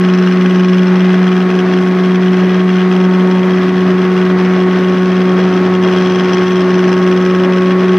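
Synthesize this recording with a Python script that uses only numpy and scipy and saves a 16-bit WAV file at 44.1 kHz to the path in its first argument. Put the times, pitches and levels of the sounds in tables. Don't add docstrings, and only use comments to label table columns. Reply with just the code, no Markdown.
import sys
import numpy as np
from scipy import signal
from scipy.fft import rfft, irfft, next_fast_len
from scipy.io import wavfile
from scipy.ndimage import uniform_filter1d, minimum_filter1d

SR = 44100
rng = np.random.default_rng(int(sys.argv[2]) if len(sys.argv) > 2 else 0)


def ratio_of_db(decibels):
    return 10 ** (np.asarray(decibels, float) / 20)


def pcm_store(signal):
    levels = np.round(np.clip(np.atleast_2d(signal), -1, 1) * 32767)
    wavfile.write(sys.argv[1], SR, levels.astype(np.int16).T)


N = 351918
COARSE = 40
MAINS_PULL_HZ = 120

# start_s, first_order_db, second_order_db
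HUM_LEVELS = [(0, -10, -16), (.6, -9, -17), (1.2, -9.5, -17), (1.5, -12.5, -16), (1.85, -12, -15.5),
              (2.05, -10, -16), (2.6, -10, -16.5), (3.2, -9.5, -15.5), (3.55, -12.5, -16), (4.3, -12, -15),
              (5.2, -12, -14.5), (5.75, -12, -13.5), (6.3, -14, -13.5), (7, -12, -13.5),
              (7.98, -12.4, -12.5)]


def in_time(rows):
    s, *columns = np.transpose(rows)
    return [np.interp(np.arange(N) / SR, s, column) for column in columns]


def rms_one(x):
    return x / np.sqrt(np.mean(x ** 2) + 1e-20)


def turns(hz):
    return 2 * np.pi * np.cumsum(hz) / SR


def drift(rate_hz):
    r = np.exp(-2 * np.pi * COARSE * rate_hz / SR)
    noise = rng.standard_normal(N // COARSE + 2002)
    slow = signal.lfilter([1], [1, -2 * r, r * r], noise)[2000:]
    return np.interp(np.arange(N) / COARSE, np.arange(len(slow)), rms_one(slow - slow.mean()))


def spell(start_s, end_s):
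    settle_s = 0.092
    s = np.arange(0, N, COARSE) / SR
    on = (np.tanh((s - start_s) / settle_s) - np.tanh((s - end_s) / settle_s)) / 2
    return np.interp(np.arange(N) / SR, s, on)


def lifted():
    # at_s, level_db (negative dips, positive lifts the group)
    lifts = [(0.92, -7.5), (1.194, -4.5), (1.461, -14), (1.64, -22.5), (1.685, -7), (1.958, -2),
             (2.188, -20), (2.641, -8.5), (2.865, -15.5), (3.092, -12.5), (3.229, -7.5), (3.365, -2),
             (3.723, -7), (3.858, -8), (3.948, -7), (4.084, -7), (4.353, -13.5), (4.487, -8), (4.621, 0.5),
             (4.666, -12.5), (5.343, -14.5), (5.615, -10), (5.69, -14), (5.791, -16), (6.241, -2),
             (6.656, -9.5), (7.482, -24), (7.755, -20)]
    s = np.arange(0, N, COARSE) / SR
    dips = sum(db * np.exp(-((s - at_s) / 0.019) ** 4) for at_s, db in lifts)
    return np.interp(np.arange(N) / SR, s, dips)


def colour(x, points, humps=()):
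    size = next_fast_len(N)
    hz = np.fft.rfftfreq(size, 1 / SR) + 1
    points_hz, points_db = np.transpose(points)
    gain_db = np.interp(np.log(hz), np.log(points_hz), points_db)
    for centre_hz, width_hz, db in humps:
        gain_db += db / (1 + (2 * (hz - centre_hz) / width_hz) ** 2)
    return irfft(rfft(x, size) * ratio_of_db(gain_db), size)[:N]


def sine(phase, rms_db):
    return np.sqrt(2) * ratio_of_db(rms_db) * np.cos(phase)


def tone(phase, rms_db, unsteady_db):
    level_db = rms_db + unsteady_db * drift(2.4)
    return sine(phase + rng.uniform(0, 2 * np.pi) + 0.33 * drift(3.0), level_db)


def hum(tooth, wobble):
    # tooth_multiple, wobble_multiple, resting_db, share_of_second_swing
    seated_tones = [(3, 0, -43.5, .1), (4, 0, -51, -.1), (5, 0, -49, .3), (6, 0, -30, 1.2),
                    (10, 0, -38.5, .9), (1, -1, -48, .1)]
    # start_s, end_s, tooth_multiple, level_db
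    seating = [(0.36, 1.05, 3, 9), (1.46, 1.8, 3, 7.5), (2.95, 3.55, 3, 9.5), (4.7, 6.2, 3, 9.5),
               (6.5, 7.8, 3, 9), (7.2, 8.2, 3, 6), (1, 6.5, 4, 16.5), (2.95, 3.5, 5, 8.5), (1.1, 17, 5, 8),
               (5.3, 7, 5, 5), (3.5, 7.5, 1, 7.5), (5.5, 6, 1, 2)]
    # tooth_multiple, level_db
    upper = [(7, -37), (8, -39), (9, -41), (11, -44), (12, -46), (13, -48), (20, -57)]
    first_db, second_db = in_time(HUM_LEVELS)
    lead = 2.35 + .16 * (first_db - first_db.mean())
    out = sine(tooth, first_db + 0.5 * drift(13) + 0.36 * drift(1.4))
    second_phase = 2 * tooth + lead + 0.3 * drift(0.83)
    out += sine(second_phase, second_db + 0.56 * drift(9) + .7 * drift(5.8))
    swing_db = second_db - second_db.mean()
    for a, b, rest_db, share in seated_tones:
        seated_db = sum(up_db * spell(start_s, end_s) for start_s, end_s, k, up_db in seating if k == a)
        out += tone(a * tooth + b * wobble, rest_db + seated_db + share * swing_db, unsteady_db=.8)
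    for k, db in upper:
        out += tone(k * tooth, db - .8, unsteady_db=3.0)
    return out


def side_tones(tooth, wobble):
    # tooth_multiple, wobble_multiple, mains_pull_multiple, level_db
    mixtures = [(0, 0, 1, -49), (0, 1, 0, -53.5), (1, 1, 0, -34), (1, 2, 0, -40), (1, 3, 0, -42),
                (2, -1, 0, -39), (2, 0, -1, -36), (2, 1, 0, -40), (3, -2, 0, -35), (3, -1, 0, -39.5),
                (3, 0, -1, -39.5), (3, 0, 1, -44), (4, -2, 0, -44.5), (4, 0, 1, -51), (4, 0, 2, -51),
                (4, 2, 0, -46), (5, 0, 1, -50.5), (5, 0, 2, -51), (8, 0, 2, -44.5), (10, 0, 1, -40),
                (10, 0, 2, -42.5), (11, 0, 1, -53), (11, 0, 2, -55.5), (20, 0, -1, -62), (20, 0, 1, -59)]
    pull = turns(np.full(N, MAINS_PULL_HZ))
    return sum(tone(a * tooth + b * wobble + c * pull, db - 0.5, unsteady_db=3.0)
               for a, b, c, db in mixtures)


def whines():
    # pitch_hz, level_db, wander_hz
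    rotor = [(177.3, -47.5, 0.16), (220.3, -43.5, 0.18), (241.7, -41.5, 0.21), (303, -46, 0.72)]
    # pitch_hz, level_db, wander_hz
    whistles = [(7715, -77, 6), (8495, -75, 6), (9001, -75, 6), (10471, -78, 5), (11197, -81, 5),
                (11573, -81, 6), (11730, -78, 5), (12125, -77, 8), (13776, -86, 5), (14660, -81, 10),
                (14700, -79, 8), (14880, -86, 8)]
    return sum(sine(turns(hz + wander_hz * drift(7.0)), db + 3.6 * drift(1.1))
               for hz, db, wander_hz in [*rotor, *whistles])


def knocks(tooth, wobble, knock_db, bright_db):
    # pitch_hz, width_hz, level_db
    modes = [(1220, 830, -3), (1577, 170, 5.5), (1940, 390, -12.5), (2420, 68, -2), (2590, 100, -3),
             (2806, 55, -2), (3003, 96, -2.5), (3265, 100, 2.5), (3430, 83, -8), (4050, 190, -11),
             (4170, 950, -17.5), (4860, 270, -14.5), (5370, 82, -11), (5800, 150, -12.5),
             (5890, 120, -13.5), (6230, 46, -23), (8500, 710, -27.5)]
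    # start_s, grip (0-1)
    key_grip = [(0, 0), (1, 0.5), (1.6, 0.6), (2.5, 0.7), (3.5, 0.7), (4.5, 0.6), (5.3, 0.8), (5.8, 1),
                (6.3, .95), (6.7, 0.8), (7.1, 0.3), (7.98, 0.6)]
    knock_at, lean_at = 3.95, 5.45
    jaw_hz, vice_above_hz = 3300, 4500
    at = np.flatnonzero(np.diff(np.floor((tooth - knock_at) / (2 * np.pi))) > 0)
    luck = rng.standard_normal((len(at), 3 + 2 * len(modes)))
    grip = np.clip(in_time(key_grip)[0], 0, 1)
    out_of_step = (.1 + .6 * spell(1.9, 5.7)) * drift(8.0)
    lean = np.cos(wobble[at] - lean_at + out_of_step[at])
    strength_db = 12 * np.tanh(2.4 * (lean - .62 + .4 * grip[at]))
    strength_db += 5 * (1 - grip[at]) * lean + 1.2 * luck[:, 0]
    at = at + (SR * (.0008 * (1 - lean) + .0002 * luck[:, 1])).astype(int)
    bounce = at + (SR * (.0021 + .0003 * luck[:, 2])).astype(int)
    at, bounce = np.clip(at, 0, N - 1), np.clip(bounce, 0, N - 1)
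    fade = np.exp(-1 / (0.0015 * SR))
    scatter, out = rng.standard_normal(N), np.zeros(N)
    for k, (hz, width_hz, db) in enumerate(modes):
        vice = hz > vice_above_hz
        bounce_db = 0 if vice else -6
        blows = np.full(N, 1e-18)
        blows[at] = ratio_of_db(strength_db + db + 1.2 * luck[:, 3 + 2 * k])
        blows[bounce] = ratio_of_db(strength_db + db + bounce_db + 2 * luck[:, 4 + 2 * k])
        chatter = blows + .085 * np.roll(scatter, 997 * k) * signal.lfilter([1], [1, -fade], blows)
        r, w = np.exp(-np.pi * width_hz / SR), 2 * np.pi * hz / SR
        ringing = signal.lfilter([0, np.sin(w)], [1, -2 * r * np.cos(w), r * r], chatter)
        if abs(hz - jaw_hz) < 120:
            ringing *= ratio_of_db(7.9 * (grip - 0.84))
        vice_gain = ratio_of_db(bright_db + 10.0) if vice else 1
        out += (-1) ** k * np.sqrt(width_hz / 130) * ringing * vice_gain
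    even = np.sqrt(uniform_filter1d(out ** 2, size=SR // 5))
    blunt = signal.butter(2, 8000, fs=SR, output="sos")
    return ratio_of_db(knock_db + 4.5) * signal.sosfilt(blunt, out / even)


def rumble(tooth, wobble, rumble_db, knock_db):
    # pitch_hz, level_db
    milling = [(20, -62.5), (60, -40), (110, -24), (160, -13), (330, -15), (520, -16), (1000, -20.5),
               (1700, -18), (2300, -22.5), (3500, -30), (5000, -36), (6400, -42), (7000, -58.5),
               (9000, -91)]
    # pitch_hz, width_hz, level_db
    bench = [(180, 25, 2.5), (262, 82, 5.5), (378, 69, 7.5), (475, 43, 1), (638, 64, 6.5), (797, 25, 5),
             (1176, 390, 5.5)]
    bed = rms_one(colour(rng.standard_normal(N), milling, bench))
    low = signal.sosfiltfilt(signal.butter(2, 900, fs=SR, output="sos"), bed)
    top = signal.sosfiltfilt(signal.butter(2, 2500, "high", fs=SR, output="sos"), bed)
    middle = bed - low - top
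    throb = ratio_of_db(.9 * np.cos(tooth - 5.5) + .8 * np.cos(wobble - 5.8) + .4 * drift(25))
    throb *= ratio_of_db(0.66 * np.cos(turns(np.full(N, MAINS_PULL_HZ))))
    second_db = in_time(HUM_LEVELS)[1]
    low *= ratio_of_db(0.68 * (second_db - second_db.mean()))
    follow = ratio_of_db(.4 * (knock_db - knock_db.mean()) + .15 * lifted())
    return ratio_of_db(rumble_db + 1.0) * (low * ratio_of_db(1.6 * drift(14)) + throb * (middle + follow * top))


def hiss(tooth, wobble):
    # pitch_hz, level_db
    air = [(5000, -12.5), (6600, 1), (7400, -7.5), (8500, -4.5), (10000, -11), (11500, -11.5),
           (12400, -4.5), (12800, -4.5), (13000, -15.5), (14400, -17), (15000, -21), (15400, -24)]
    throb = ratio_of_db(1.5 * np.cos(tooth - .3) + 0.46 * np.cos(wobble - 5.8) + 0.91 * drift(22))
    throb *= ratio_of_db(.7 * np.cos(tooth - 2 * wobble + 6.3) + .08 * lifted())
    return ratio_of_db(-54.5) * rms_one(colour(rng.standard_normal(N), air) * throb)


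def scene():
    # start_s, tooth_rate_hz
    speed = [(0, 182.62), (.614, 182.84), (1.228, 183.48), (1.842, 183.23), (2.455, 183.49),
             (3.069, 183.75), (3.683, 184.01), (4.297, 183.54), (4.911, 183.76), (5.525, 183.69),
             (6.138, 183.38), (6.752, 182.98), (7.366, 183.43), (7.98, 184.26)]
    # at_s, step_rad
    slips = [
        (-.2, .15),
        (1.0, -.45),
        (3.0, .45),
        (4.0, -.45),
        (5.0, -.15),
        (6.0, .15),
        (7.0, .7),
    ]
    # start_s, knock_db
    contact = [(0, -33.5), (.2, -32.5), (.9, -34), (1.2, -33.5), (1.65, -32.5), (1.95, -38), (2.15, -33.5),
               (2.5, -36), (2.85, -33), (3.1, -36), (3.5, -36.5), (4.4, -35.5), (5.2, -36), (5.7, -34.5),
               (5.95, -31.5), (6.7, -33.5), (7.3, -33.5), (7.98, -33.5)]
    # start_s, end_s, level_db
    vice_spells = [
        (-.2, 1.0, 0.5),
        (1.9, 4.3, -1.5),
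        (5.3, 7.4, 1.5),
        (5.85, 7.05, 2.5),
    ]
    tooth_hz, = in_time(speed)
    wobble_hz = 80.695 + .217 * (tooth_hz - 183.45)
    tooth = -1.1 + turns(tooth_hz)
    wobble = -.5 + turns(wobble_hz) + sum(step * spell(at_s, np.inf) for at_s, step in slips)

    knock_db, = in_time(contact)
    bright_db = -10.5 - 0.31 * (knock_db - knock_db.mean())
    bright_db += sum(db * spell(start_s, end_s) for start_s, end_s, db in vice_spells)
    rumble_db = -23.5 + drift(7.3) + spell(3.6, 7.0)

    machine = hum(tooth, wobble) + side_tones(tooth, wobble) + whines()
    machine += knocks(tooth, wobble, knock_db + lifted(), bright_db)
    machine += rumble(tooth, wobble, rumble_db, knock_db) + hiss(tooth, wobble)
    return np.array([machine, machine])


def low_pass(x):
    return signal.sosfilt(signal.butter(12, 15440, fs=SR, output="sos"), x)


def record(dry):
    # pitch_hz, left_minus_right_db
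    shadow = [(200, 0.14), (1000, 0.34), (2000, 1.4), (3000, 3), (4000, 6.5), (5300, 10), (6400, 9.5),
              (7300, 4.5)]
    alike_above_hz = 7560
    shadow = [*shadow, (alike_above_hz, shadow[-1][1]), (alike_above_hz + 1, 0)]
    left = [(hz, 20 * np.log10(2 / (1 + ratio_of_db(-db)))) for hz, db in shadow]
    right = [(hz, 20 * np.log10(2 / (1 + ratio_of_db(db)))) for hz, db in shadow]
    ports = np.array([colour(dry[0], left), colour(dry[1], right)])
    headroom = np.minimum(1, .92 / (np.abs(ports).max(axis=0) + 1e-9))
    mix = ports * uniform_filter1d(minimum_filter1d(headroom, size=401), size=401)
    return low_pass(mix)


dry = scene()
out = record(dry)
pcm_store(out)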